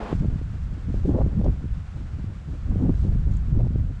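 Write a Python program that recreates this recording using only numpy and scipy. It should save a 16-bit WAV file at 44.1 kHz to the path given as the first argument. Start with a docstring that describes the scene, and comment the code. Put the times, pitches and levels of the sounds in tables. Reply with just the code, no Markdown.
"""A snowy park beside a river, the microphone out in gusty wind.
For the first instant water rushes close by; then it is a far hiss under the wind's rumble.
Eddies thump the microphone and flutter faster as a gust builds after one second. The wind eases
around two seconds and buffets again through the last third. Faint ticks and rustles come and go."""
import sys
import numpy as np
from scipy import signal
from scipy.fft import rfft, irfft
from scipy.io import wavfile
from scipy.ndimage import map_coordinates

SR = 44100
rng = np.random.default_rng(int(sys.argv[2]) if len(sys.argv) > 2 else 0)


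def output_pcm(signal):
    """Save a mono or channel-first signal as 16-bit PCM at the path in sys.argv[1].

    Samples are clipped to [-1, 1] before scaling.
    """
    pcm = np.clip(np.atleast_2d(signal).T, -1, 1) * 32767
    wavfile.write(sys.argv[1], SR, np.round(pcm).astype(np.int16))


N = 176400
T = np.arange(N) / SR

# Wind pressure on the microphone. Each row: time in seconds, relative level in dB.
RUMBLE_LEVEL = [(0.0, -62), (0.03, -32.5), (0.09, -42), (0.14, -22), (0.4, -28), (0.51, -26), (0.58, -30),
                (0.66, -27.5), (0.84, -28.5), (0.98, -23), (1.27, -21.5), (1.34, -26.5), (1.51, -17),
                (1.56, -27), (1.76, -28), (1.91, -35.5), (2.03, -30.5), (2.1, -34), (2.27, -29.5),
                (2.37, -31.5), (2.42, -39), (2.51, -29), (2.62, -30), (2.69, -19.5), (2.93, -21.5),
                (3.1, -18.5), (3.18, -19), (3.23, -25), (3.28, -19), (3.45, -25.5), (3.56, -18.5),
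                (3.77, -20), (4.0, -29)]
# Gust strength, heard as flutter. Each row: time in seconds, relative level in dB.
GUST_LEVEL = [(0, -58), (.12, -52), (.135, -39.5), (.24, -38), (.41, -42), (.46, -54), (.56, -46.5),
              (.63, -52), (.72, -43.5), (.78, -49), (.9, -37.5), (1.03, -44.5), (1.06, -33), (1.2, -31.5),
              (1.28, -34), (1.34, -45), (1.41, -35), (1.46, -34), (1.55, -46), (1.7, -49), (1.88, -58),
              (1.97, -45), (2.09, -52), (2.24, -44), (2.42, -52), (2.52, -46), (2.63, -49.5), (2.7, -40),
              (2.9, -33.5), (2.93, -44.5), (3.0, -45), (3.06, -36.5), (3.21, -50), (3.28, -41), (3.44, -48),
              (3.6, -36), (3.7, -40), (3.83, -43), (4, -51.5)]
# Bursts of churning air. Each row: middle and length in seconds, relative level in dB, pitch in Hz.
BUFFETS = [(.228, 0.065, -27, 185), (0.717, .07, -34, 166), (0.896, 0.032, -26.5, 225),
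           (1.057, 0.022, -24.5, 344), (1.094, 0.054, -21.5, 264), (1.16, 0.032, -25.5, 422),
           (1.185, 0.034, -27.5, 540), (1.214, 0.023, -27, 674), (1.274, 0.033, -18, 130),
           (1.41, 0.12, -22, 179), (1.455, 0.03, -28.5, 480), (1.498, .035, -28, 210),
           (1.645, 0.033, -28.5, 141), (1.779, 0.024, -26, 85), (1.96, 0.059, -27.5, 116),
           (2.045, .06, -34, 104), (2.154, 0.056, -31, 125), (2.37, 0.038, -32.5, 128),
           (2.5, 0.056, -32, 160), (2.695, 0.035, -32, 250), (2.759, 0.12, -23.5, 171),
           (2.837, 0.081, -22.5, 245), (2.893, 0.041, -17.5, 252), (3.075, 0.08, -28, 158),
           (3.155, .03, -23.5, 175), (3.308, 0.084, -28, 114), (3.487, 0.019, -30.5, 200),
           (3.522, 0.042, -20, 143), (3.574, 0.025, -24.5, 232), (3.607, 0.036, -35.5, 510),
           (3.638, 0.071, -19, 125), (3.77, 0.15, -25.5, 132)]
# A buffet's spectrum. 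Each row: multiple of its pitch, relative density in dB.
BUFFET_SPECTRUM = [(.25, -14), (.7, -1), (1.1, 0), (1.6, -13.5), (2.6, -30.5), (5, -50), (14, -94)]
# Hard eddies on the microphone. Each row: middle in seconds, relative level in dB, pitch in Hz.
HARD_EDDIES = [(.129, -8, 316), (0.153, -10, 138), (.209, -8, 126), (.247, -19.5, 403), (0.256, -12.5, 207),
               (0.284, -13.5, 165), (.33, -13, 110), (.36, -13.5, 150), (.415, -24.5, 320),
               (.943, -16.5, 353), (1.057, -14, 240), (1.093, -7, 288), (1.148, -10.5, 363),
               (1.189, -15, 520), (1.264, -12, 267), (1.414, -18, 453), (1.464, -18, 545),
               (1.498, -11.5, 80), (1.642, -17, 207), (1.656, -21.5, 228), (1.725, -17, 65),
               (2.243, -16, 163), (2.759, -14.5, 307), (2.705, -14, 75), (2.797, -13, 100),
               (2.826, -12, 255), (2.895, -8, 272), (3.052, -13, 230), (3.275, -12.5, 70.7),
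               (3.633, -16, 218), (3.669, -22.5, 380), (3.707, -15.5, 175), (3.759, -12.5, 263)]
# The river from a distance. Each row: time in seconds, level in dB.
FAR_RIVER_LEVEL = [(0, -51), (.5, -54.5), (1.1, -54), (2, -54.5), (2.8, -55), (3.05, -54.5), (3.5, -55.5),
                   (4, -56.5)]
# Faint ticks. Each row: start in seconds, level in dB, pitch in Hz, bandwidth as a share of the pitch.
TICKS = [(1.443, -55, 4150, .33), (2.695, -64, 7000, .25), (2.951, -59, 3800, 0.41),
         (3.314, -62, 6500, 0.13), (3.333, -62, 6630, .12), (3.367, -57.5, 7000, .11)]
# Soft high rustles. Each row: start and length in seconds, level in dB.
RUSTLES = [(0.085, 0.15, -63.5), (0.593, .08, -66), (0.883, 0.15, -66), (1.023, 0.13, -64),
           (2.435, 0.18, -70), (2.934, 0.17, -63.5), (3.16, .08, -70.5), (3.29, .1, -67)]
# Spectra of wind, water and rustles. Each row: frequency in Hz, relative density in dB.
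RUMBLE_SPECTRUM = [(8, -19), (22, -2.5), (42, 1), (62, 2), (90, -2.5), (130, -6), (200, -19), (300, -37.5),
                   (500, -53.5), (1000, -81)]
FLUTTER_SPECTRUM = [(60, -23), (140, 0), (220, -1), (310, -5.5), (430, -14.5), (700, -21.5), (1000, -29),
                    (1600, -45), (3000, -62), (6000, -87.5)]
NEAR_RIVER_SPECTRUM = [(59, -57), (100, -25), (164, -19), (206, 3.5), (270, -12), (443, -5.5), (759, -8),
                       (972, -11), (1300, -17), (3730, -32.5), (14000, -67)]
FAR_RIVER_SPECTRUM = [(100, -1), (400, -4.5), (700, -2), (1000, -3), (1400, -0.5), (2000, -7),
                      (3000, -11.5), (5000, -17.5), (6500, -20), (7500, -19.5), (9000, -28.5), (11000, -35),
                      (13000, -61.5)]
RUSTLE_SPECTRUM = [(1000, -25), (3000, 7), (7500, 1.5), (10000, -9.5), (12000, -18.5), (14000, -33.5)]

RUMBLE_TRIM_DB, FLUTTER_TRIM_DB, BUFFET_TRIM_DB, EDDY_TRIM_DB = -0.5, 1.5, -1, -2.85
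RUMBLE_FLICKER_DB, GUST_FLICKER_DB = 1.97, 3.5
STRONG_GUST_DB, OCTAVES_PER_DB = -32, 0.02
NEAR_END_S, NEAR_FADE_S, NEAR_DB = 0.13, 0.0083, -34
EDDY_SKEW, TICK_RISE_S = 0.95, 0.0024
OVERLOAD_CEILING, LOWPASS_HZ = 0.39, 12715


def wind_rumble():
    """Large slow eddies press right on the microphone."""
    pressure = steadied(noise(RUMBLE_SPECTRUM), hz=15)
    return pressure * amp(curve(RUMBLE_LEVEL) + RUMBLE_TRIM_DB + RUMBLE_FLICKER_DB * wander(hz=17))


def wind_flutter():
    """Small eddies cross the microphone at the speed of the gust: faster is louder and brighter."""
    gust_db = curve(GUST_LEVEL) + GUST_FLICKER_DB * steadied(wander(hz=24.15), hz=4.06)
    speed = 2 ** np.clip(OCTAVES_PER_DB * (gust_db - STRONG_GUST_DB), -2, 1)
    air = steadied(noise(FLUTTER_SPECTRUM), hz=4.6)
    passing_air = map_coordinates(air, [np.cumsum(speed)], order=3, mode="mirror")
    return passing_air * amp(gust_db + FLUTTER_TRIM_DB)


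def wind_buffets():
    """Churning air hits the microphone in brief bursts that swell and die."""
    out = np.zeros(N)
    for middle, length, db, hz in BUFFETS:
        churn = noise([(k * hz, level) for k, level in BUFFET_SPECTRUM], size=8192)
        t = (np.arange(len(churn)) - len(churn) / 2) / SR
        swell = np.maximum(np.cos(np.pi * np.clip(t / length, -.5, .5)), 0) ** 0.78
        burst = unit(churn * swell) * np.sqrt(np.mean(swell ** 2))
        add(out, middle + t[0], amp(db + BUFFET_TRIM_DB) * burst)
    return out


def eddy_thumps():
    """A hard eddy strikes the microphone as one lopsided swing of pressure."""
    out, t = np.zeros(N), np.arange(-SR // 20, SR // 20) / SR
    for middle, db, hz in HARD_EDDIES:
        phase = np.pi * hz * t
        swing = (1 - 2 * np.tanh(phase) ** 2 - EDDY_SKEW * np.tanh(phase)) / np.cosh(phase)
        add(out, middle + t[0], amp(db + EDDY_TRIM_DB) * swing)
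    return out


def river():
    """Water rushes close to the microphone, then gives way to a steady hiss in the distance."""
    fade = np.exp(-np.maximum(T - NEAR_END_S, 0) / NEAR_FADE_S)
    near = amp(NEAR_DB) * fade * noise(NEAR_RIVER_SPECTRUM)
    far = amp(curve(FAR_RIVER_LEVEL) + 0.7 * wander(hz=25)) * noise(FAR_RIVER_SPECTRUM)
    return near + far


def ticks():
    """Short dry snaps of high noise, faint behind the wind."""
    out, t = np.zeros(N), np.arange(SR // 20) / SR
    snap = t / TICK_RISE_S * np.exp(1 - t / TICK_RISE_S)
    freqs = np.fft.rfftfreq(len(t), 1 / SR)
    for start, db, hz, width in TICKS:
        band = np.exp(-.5 * (np.log((freqs + 1) / hz) / width) ** 2)
        hiss = unit(irfft(rfft(rng.standard_normal(len(t))) * band, len(t)))
        add(out, start, amp(db) * snap * hiss)
    return out


def rustles():
    """Soft swells of grainy hiss in the background."""
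    swell = np.zeros(N)
    for start, length, db in RUSTLES:
        add(swell, start, amp(db) * np.hanning(int(length * SR)) ** .5)
    return swell * unit(noise(RUSTLE_SPECTRUM) * amp(1.5 * wander(hz=200)))


def amp(db):
    """Decibels to gain."""
    return 10 ** (np.asarray(db) / 20)


def unit(x):
    """Scales to rms 1."""
    return x / np.sqrt(np.mean(x ** 2) + 1e-20)


def curve(points):
    """Joins rows of seconds and value by straight lines."""
    return np.interp(T, *np.transpose(points))


def add(mix, start, sound):
    """Mixes a sound in at a start in seconds."""
    part = mix[max(round(start * SR), 0):][:len(sound)]
    part += sound[:len(part)]


def noise(spectrum, size=N):
    """Noise of rms 1, shaped by rows of Hz and dB."""
    hz, db = np.transpose(spectrum)
    freqs = np.fft.rfftfreq(size, 1 / SR)
    gain = amp(np.interp(np.log(freqs + 1), np.log(hz + 1), db))
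    return unit(irfft(rfft(rng.standard_normal(size)) * gain, size))


def smooth(x, hz):
    """Keeps what moves slower than hz."""
    return irfft(rfft(x) * np.exp(-(np.fft.rfftfreq(N, 1 / SR) / hz) ** 2), N)


def wander(hz):
    """Random drift of rms 1, slower than hz."""
    return unit(smooth(rng.standard_normal(N), hz))


def steadied(x, hz):
    """Evens out the slow swells of a noise."""
    return x / np.sqrt(abs(smooth(x ** 2, hz)) + 0.0017)


def scene():
    """One microphone in the park: wind right on it, the river behind."""
    wind = wind_rumble() + wind_flutter() + wind_buffets() + eddy_thumps()
    return (wind + river() + ticks() + rustles())[None]


def record(dry):
    """The strongest swings overload softly, the ends fade quickly and the top treble is cut."""
    rounded = dry / (1 + (dry / OVERLOAD_CEILING) ** 4) ** (1 / 4)
    to_nearest_end = np.minimum(T, T[::-1])
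    fade = np.sin(np.pi / 2 * np.minimum(to_nearest_end / .004, 1)) ** 2
    padded = np.pad(rounded * fade, ((0, 0), (255, 255)), "edge")
    lowpass = signal.firwin(511, LOWPASS_HZ, window=("kaiser", 9), fs=SR)
    return signal.oaconvolve(padded, lowpass[None], "valid")


dry = scene()
out = record(dry)
output_pcm(out)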